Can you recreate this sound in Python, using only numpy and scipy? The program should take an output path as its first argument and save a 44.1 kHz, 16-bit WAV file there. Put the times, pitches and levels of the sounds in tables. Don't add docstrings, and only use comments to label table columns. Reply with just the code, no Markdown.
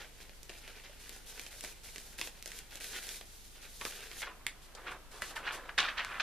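import sys
import numpy as np
from scipy import signal
from scipy.fft import rfft, irfft, next_fast_len
from scipy.io import wavfile
from scipy.ndimage import uniform_filter1d

SR = 44100
rng = np.random.default_rng(int(sys.argv[2]) if len(sys.argv) > 2 else 0)


def generate_wav(sig):
    pcm = np.round(np.clip(np.atleast_2d(sig).T, -1, 1) * 32767).astype(np.int16)
    wavfile.write(sys.argv[1], SR, pcm)


N = 274610
TIME = np.arange(N) / SR

# time in seconds, sliding hiss drive in dB, crinkle drive in dB.
LONG_PULL = [(3.26, -59.5, -65), (3.45, -58.5, -69), (3.59, -62.5, -59), (3.78, -55, -67), (3.87, -48, -58),
             (3.94, -54, -50.5), (4.14, -56.5, -54), (4.21, -43.5, -47.5), (4.26, -66, -47.5)]
# frequency in Hz, relative density in dB per Hz.
PAPER_COLOUR = [(70, -6), (130, -12), (300, 1), (550, 4), (800, -4.5), (1100, -4), (1650, -2.5),
                (2000, -6.5), (2450, -6), (3600, -7), (5000, -13), (8000, -13), (14000, -28)]


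def from_db(db):
    return 10 ** (np.asarray(db) / 20)


def rms_one(x):
    return x / np.sqrt(np.mean(x ** 2) + 1e-20)


def gains_in_time(rows):
    s, *columns = np.transpose(rows)
    outside = np.maximum(np.maximum(s[0] - TIME, TIME - s[-1]), 0)
    fade = np.exp(-outside / 0.013)
    return [from_db(np.interp(TIME, s, column)) * fade for column in columns]


def strokes(starts, lengths, levels_db):
    attack_s, release_s = 0.0073, 0.019
    power = 0
    for s, length, db in zip(starts, lengths, levels_db):
        attack = np.clip((TIME - s) / attack_s + 0.5, 0, 1)
        release = np.exp(-np.maximum(TIME - s - length, 0) / release_s)
        power = power + (from_db(db) * attack * release) ** 2
    return np.sqrt(power)


def at_hz(points, size):
    hz, value = np.transpose(points)
    return np.interp(np.log(np.fft.rfftfreq(size, 1 / SR) + 1), np.log(hz), value)


def colour(x, spectrum):
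    size = 2048
    cepstrum = irfft(np.log(from_db(at_hz(spectrum, size))))
    cepstrum[1:size // 2] *= 2
    cepstrum[size // 2 + 1:] = 0
    response = irfft(np.exp(rfft(cepstrum)))
    return rms_one(signal.fftconvolve(x, response[None])[:, :x.shape[1]])


def resonate(x, hz, width_hz):
    r = np.exp(-np.pi * width_hz / SR)
    zeros = np.array([1, 0, -1]) * (1 - r * r) / 2
    poles = [1, -2 * r * np.cos(2 * np.pi * hz / SR), r * r]
    return signal.lfilter(zeros, poles, x + 1e-18)


def low_pass(x, hz, order=2):
    return signal.sosfilt(signal.butter(order, min(hz, 0.45 * SR), fs=SR, output="sos"), x)


def high_pass(x, hz):
    return signal.sosfilt(signal.butter(2, min(hz, 0.45 * SR), "high", fs=SR, output="sos"), x)


def drift(rate):
    knots = np.arange(0, TIME[-1] + 1, 1 / rate)
    return np.interp(TIME, knots, rng.standard_normal(len(knots)))


def grains(per_s, spread_db, size):
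    born = rng.random((2, size)) < per_s / SR
    strength = from_db(spread_db * np.minimum(rng.exponential(1, (2, size)), 4))
    sign = rng.choice([-1, 1], (2, size))
    return rms_one(born * strength * sign)


def facets(clicks, low_hz, high_hz, sharpness, count=14):
    dealt = rng.integers(0, count, clicks.shape[1])
    pitches = np.geomspace(low_hz, high_hz, count)
    return rms_one(sum(resonate(clicks * (dealt == k), hz, hz / sharpness) for k, hz in enumerate(pitches)))


def sleeve_effort():
    # start in seconds, length in seconds, crinkle drive in dB, sliding hiss drive in dB.
    tugs = [(0.0, 0.025, -47, -60.5), (0.202, 0.014, -55.5, -61), (0.489, 0.1, -53.5, -60.5),
            (0.611, 0.19, -57, -68.5), (0.837, 0.086, -54.5, -79), (0.996, 0.18, -57.5, -57),
            (1.261, 0.22, -56, -56.5), (1.508, 0.088, -60, -57), (1.624, .09, -52, -52),
            (1.835, 0.2, -57.5, -55.5), (2.03, 0.11, -63.5, -59), (2.18, 0.1, -54, -49.5),
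            (2.462, 0.13, -54.5, -54), (2.708, 0.065, -51.5, -53.5), (2.802, 0.055, -50, -50),
            (2.93, 0.056, -43, -61), (3.612, 0.046, -51.5, -57.5)]
    # time in seconds, sliding hiss drive in dB, crinkle drive in dB.
    short_pull = [(2.87, -51, -54), (3.02, -51.5, -51), (3.12, -45.5, -51.5), (3.26, -62.5, -65)]
    hold_crinkle_db, hold_hiss_db = -63.5, -65.5
    starts, lengths, crinkle_db, hiss_db = np.transpose(tugs)
    pull_hiss, pull_crinkle = np.maximum(gains_in_time(short_pull), gains_in_time(LONG_PULL))
    held = TIME < short_pull[0][0]
    crinkle = np.hypot(strokes(starts, lengths, crinkle_db), pull_crinkle + held * from_db(hold_crinkle_db))
    hiss = np.hypot(strokes(starts, lengths, hiss_db), pull_hiss + held * from_db(hold_hiss_db))
    return crinkle, hiss


def sleeve(crinkle, slide):
    # frequency in Hz, relative density in dB per Hz.
    film_colour = [(600, -21), (1050, -16.5), (1450, 5), (2100, 4.5), (2700, 4.5), (3500, 2), (4600, -1),
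                   (7000, -4.5), (14000, -41)]
    slide_colour = [(1500, -29), (3500, 0.5), (5200, 0.5), (7000, 1.5), (8200, -1.5), (9500, 1.5),
                    (12000, -2.5), (14000, -3)]
    rub_colour = [(90, -12), (180, -9), (300, -3.5), (420, 7), (620, 1), (850, 2.5), (1200, -5),
                  (2500, -38)]
    rub_db, usual_crinkle_db, rub_follows = -64.5, -54, 0.69

    slips = grains(per_s=1400 * from_db(3.1 * drift(35)), spread_db=3.0, size=N)
    ringing = facets(slips, low_hz=1300, high_hz=7000, sharpness=6)
    film = colour(ringing + slips, film_colour)

    fine_slips = grains(per_s=8000 * from_db(2.8 * drift(60)), spread_db=0.5, size=N)
    hiss = colour(fine_slips + 0.39 * slips, slide_colour)

    page_slips = grains(per_s=2400, spread_db=4.0, size=N)
    pages = colour(slips + 0.28 * page_slips, rub_colour)
    rub = from_db(rub_db) * (crinkle / from_db(usual_crinkle_db)) ** rub_follows
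    return from_db(-2.07) * crinkle * film + from_db(2.5) * slide * hiss + rub * pages


def background():
    # frequency in Hz, relative density in dB per Hz.
    tone_colour = [(10, 2), (35, -6), (70, -2.5), (130, -8), (280, -12), (550, -15.5), (1200, -20),
                   (2700, -18.5), (7000, -23), (14000, -25.5)]
    # frequency in Hz, likeness from -1 to 1.
    tone_likeness = [(70, 0.11), (150, 0.18), (500, 0.12), (2000, 0), (6000, 0.039), (14000, 0)]
    hum_levels_db = [-58.5, -64, -86, -84.5, -86]
    room_tone_db, hum_hz = -57.5, 25
    hiss = from_db(room_tone_db) * colour(rng.standard_normal((2, N)), tone_colour)
    hum = 0
    for k, db in enumerate(hum_levels_db, 1):
        cycles = k * hum_hz * TIME + rng.random()
        hum = hum + from_db(db) * np.sqrt(2) * np.sin(2 * np.pi * cycles)
    return ports(hiss, tone_likeness) + hum


def bends():
    # time of the height in seconds, level there in dB, decay in seconds.
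    flurries = [(0.015, -56, .02), (3.821, -44.5, 0.015), (3.863, -43.5, .011), (4.231, -37.5, 0.011),
                (4.28, -45.5, 0.027), (4.784, -50, 0.019), (4.879, -39.5, 0.021), (4.921, -45.5, 0.019),
                (5.315, -50, 0.017), (5.367, -36.5, 0.0095), (5.385, -43.5, .018), (5.482, -36.5, 0.044),
                (5.695, -40, 0.0048), (5.788, -23.5, 0.0085), (5.805, -23, 0.0039), (5.828, -34, 0.014),
                (5.852, -33, 0.017), (5.89, -34.5, .017), (5.983, -31.5, .011), (6.0, -35.5, 0.03),
                (6.125, -44, 0.052), (6.204, -27.5, 0.0079)]
    rise_share = 0.49
    reference_db, reference_hz, db_per_octave = -35.5, 3050, 18.5
    out, size = np.zeros((2, N)), SR // 2
    for s, db, decay in flurries:
        rise = rise_share * decay
        bright_hz = reference_hz * 2 ** ((db - reference_db) / db_per_octave)
        start = max(round(s * SR) - size // 3, 0)
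        t = (start + np.arange(size)) / SR - s
        swell = np.exp(np.where(t < 0, -(t / rise) ** 2 / 2, -t / decay))
        slips = grains(per_s=2800, spread_db=3.0, size=size)
        buckles = facets(slips, low_hz=837, high_hz=6020, sharpness=6.6) + 1.22 * slips
        buckles = high_pass(low_pass(buckles, bright_hz), hz=0.38 * bright_hz)
        flurry = from_db(db) * swell * colour(buckles, PAPER_COLOUR)
        out[:, start:start + size] += flurry[:, :N - start]
    return out


def creases(slide):
    # time in seconds, ring level over 5 ms in dB,
    # crisp edge in dB re the ring, thud on the pages in dB re the ring.
    film_snaps = [(0.2945, -53, -15, -6), (0.4315, -69.5, 21, -4), (0.4949, -43.5, -12, -6),
                  (0.5005, -50.5, -5, 0), (0.6781, -48.5, -4, -8), (0.896, -56.5, -15, 2.5),
                  (1.094, -50.5, 7.5, -7), (1.1634, -56, 2, -2), (1.3957, -44.5, 2.5, -13),
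                  (1.415, -58, 10.5, -18), (1.4645, -45.5, -22, -12), (1.6087, -50, 8.5, -22),
                  (1.639, -49.5, 6, 2), (1.6478, -44, 1.5, -11), (1.9602, -42.5, -2, -14),
                  (1.982, -49.5, 6.5, -7), (2.1879, -42.5, -8, -16), (2.1948, -47, 2, -2),
                  (2.2138, -35, -1.5, -9), (2.2734, -42.5, -5, -2.5), (2.4258, -53, 9.5, -23),
                  (2.4592, -47, 7, -7), (2.4764, -53.5, 10, 1.5), (2.518, -46.5, 0, -24),
                  (2.5894, -49.5, 6.5, -20), (2.7558, -51, 7, -4), (2.8091, -47, -5, -13),
                  (2.843, -44, 1, -23), (2.963, -46, -18, -6), (3.0906, -41, -1, -25),
                  (3.2114, -46, -17, -7.5)]
    # time in seconds, ring level over 5 ms in dB, pitch in Hz,
    # crisp edge in dB re the ring, thud in dB re the ring, run-on in seconds.
    paper_pops = [(3.8124, -38.5, 1710, -11, -10.5, 0.009), (3.852, -33, 1330, -4.5, -7.5, 0.0023),
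                  (4.115, -45, 1590, -8, -13, 0.0036), (4.2192, -36.5, 1470, -5, -26, 0.007),
                  (4.4665, -31.5, 2040, -1.5, -30, 0.0031), (4.7505, -46.5, 3700, -20, -9, 0.012),
                  (5.2206, -33.5, 1580, -5.5, -12.5, 0.012), (5.7786, -23.5, 1470, -23, -15, 0.048),
                  (6.0481, -36, 1430, -18, -19, 0.00026)]
    film_hz, pitch_spread_oct, film_run_on_s = 2080, 0.14, 0.0057
    ticks_per_s, tick_re_hiss_db, tick_spread_db = 14, -5.5, 3
    tick_crisp_db, tick_thud_db = 6, -8

    worked = TIME < LONG_PULL[-1][0]
    born = np.flatnonzero(worked & (rng.random(N) < ticks_per_s / SR))
    scatter = rng.uniform(-1, 1, len(born))
    tick_db = 20 * np.log10(slide[born]) + tick_re_hiss_db + tick_spread_db * scatter
    ticks = [(s, db, tick_crisp_db, tick_thud_db) for s, db in zip(TIME[born], tick_db)]

    flips = list(paper_pops)
    for s, db, crisp_db, thud_db in list(film_snaps) + ticks:
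        hz = film_hz * 2 ** (pitch_spread_oct * rng.uniform(-1, 1))
        flips.append((s, db, hz, crisp_db, thud_db, film_run_on_s))
    return flips


def snaps(flips):
    # frequency in Hz, relative density in dB per Hz.
    crisp_colour = [(2000, -5.5), (3800, 9), (5000, 10.5), (7000, 12.5), (9000, 10.5), (14000, 4.5)]
    thud_colour = [(70, -12), (160, -2.5), (250, 3), (430, 7), (650, 8.5), (950, -2.5), (2000, -37.5)]
    out, size = np.zeros((2, N)), 2048
    t = np.arange(size) / SR
    to_five_ms = np.sqrt(0.005 * SR / size)
    for s, db, hz, crisp_db, thud_db, run_on in flips:
        run_on = max(run_on, 1e-4)
        after_slips = grains(per_s=12000, spread_db=0.5, size=size)
        push = rms_one(after_slips * np.exp(-t / (0.48 * run_on)))
        crack = 1.6 * np.exp(-run_on / 0.011) * np.sqrt(size)
        push[:, 4] += crack * rng.choice([-1, 1], 2)
        ring = rms_one(resonate(resonate(push, hz, 0.66 * hz), hz, 5.2 * hz))
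        spit = colour(push * np.exp(-t / 0.0051), crisp_colour)
        thud = colour(push, thud_colour)
        snap = ring + from_db(crisp_db) * spit + from_db(thud_db) * thud
        start = round(s * SR)
        out[:, start:start + size] += (from_db(db) * to_five_ms * snap)[:, :N - start]
    return out


def sheet_effort():
    # time in seconds, flexing drive in dB.
    lift = [(4.26, -58), (4.32, -57), (4.45, -62), (4.71, -62.5), (4.78, -54.5), (4.92, -45), (5.0, -61.5),
            (5.09, -64)]
    unfold = [(5.125, -51), (5.28, -53.5), (5.48, -46), (5.6, -49.5), (5.71, -50.5), (5.77, -58.5),
              (5.82, -35.5), (5.95, -46), (6.22, -41)]
    # start in seconds, length in seconds, drive in dB.
    brush_strokes = [(4.618, 0.039, -61), (4.909, 0.01, -55.5), (5.112, 0.083, -57.5),
                     (5.213, 0.095, -50.5), (5.356, 0.013, -49), (5.521, 0.036, -49)]
    flex, = np.maximum(gains_in_time(lift), gains_in_time(unfold))
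    grip_slip = from_db(-19.5) * flex
    return flex, np.hypot(strokes(*np.transpose(brush_strokes)), grip_slip)


def sheet():
    # frequency in Hz, relative density in dB per Hz.
    brush_colour = [(1200, -26), (2500, 0), (4000, 0), (6000, -1), (7500, -1), (9300, -1.5), (14000, -9)]
    pop_open_s = 5.78
    flex, brush = sheet_effort()
    slips = grains(per_s=2000 * from_db(2.7 * drift(40)), spread_db=3.0, size=N)
    ringing = facets(slips, low_hz=758, high_hz=4600, sharpness=10.0)
    body = colour(low_pass(ringing + slips, hz=1800), PAPER_COLOUR)
    body = np.where(TIME < pop_open_s, body, high_pass(body, hz=1090))
    air = rms_one(resonate(rng.standard_normal((2, N)), hz=145, width_hz=290))
    gloss = colour(grains(per_s=12000, spread_db=3, size=N), brush_colour)
    flexing = flex * (from_db(-2.0) * body + from_db(-20.5) * air)
    return flexing + from_db(1.8) * brush * gloss


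def room(x, wet_db):
    t60_s = 0.17
    t = np.arange(SR // 2) / SR
    shape = (1 - np.exp(-(t / 0.0011) ** 2)) * from_db(-60 * t / t60_s)
    place = 2 * np.pi * TIME / 0.3
    out = x
    for share in np.cos(place), np.sin(place):
        spectrum = rfft(rng.standard_normal((2, len(t))) * shape)
        humps = np.sqrt(uniform_filter1d(np.abs(spectrum) ** 2, size=60))
        even = irfft(spectrum / humps, len(t))
        tail = low_pass(even[:, :SR // 3], hz=9050, order=1)
        tail /= np.sqrt(np.sum(tail ** 2, axis=1, keepdims=True))
        out = out + from_db(wet_db) * signal.fftconvolve(x * share, tail, axes=1)[:, :N]
    return out


def ports(x, likeness):
    # frequency in Hz, left minus right in dB.
    port_balance = [(100, 0), (2300, -0.5), (4300, -1), (6000, -2), (8500, 1.5), (14000, 1.5)]
    size = next_fast_len(N + SR // 10, True)
    mid, side = rfft(x, size)
    alike = np.clip(at_hz(likeness, size), -0.99, 0.995)
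    lean = from_db(at_hz(port_balance, size) / 2)
    mid = mid * np.sqrt((1 + alike) / 2)
    side = side * np.sqrt((1 - alike) / 2)
    return irfft(np.array([(mid + side) * lean, (mid - side) / lean]), size)[:, :N]


def scene():
    # frequency in Hz, likeness from -1 to 1.
    near_likeness = [(100, 1), (1000, 0.98), (2200, 0.93), (3600, 0.92), (5000, 0.44), (7000, -0.12),
                     (14000, -0.11)]
    crinkle, slide = sleeve_effort()
    jerks = from_db(1.6 * drift(30))
    sleeve_rustle = room(sleeve(crinkle, slide) * jerks, wet_db=-9.5)
    sheet_rustle = room(sheet() + bends(), wet_db=-11.5)
    cracks = room(snaps(creases(slide)), wet_db=-8.0)
    return ports(sleeve_rustle + sheet_rustle + cracks, near_likeness) + background()


def record(dry):
    return signal.sosfilt(signal.ellip(12, 0.2, 70, 14200, fs=SR, output="sos"), dry)


dry = scene()
out = record(dry)
generate_wav(out)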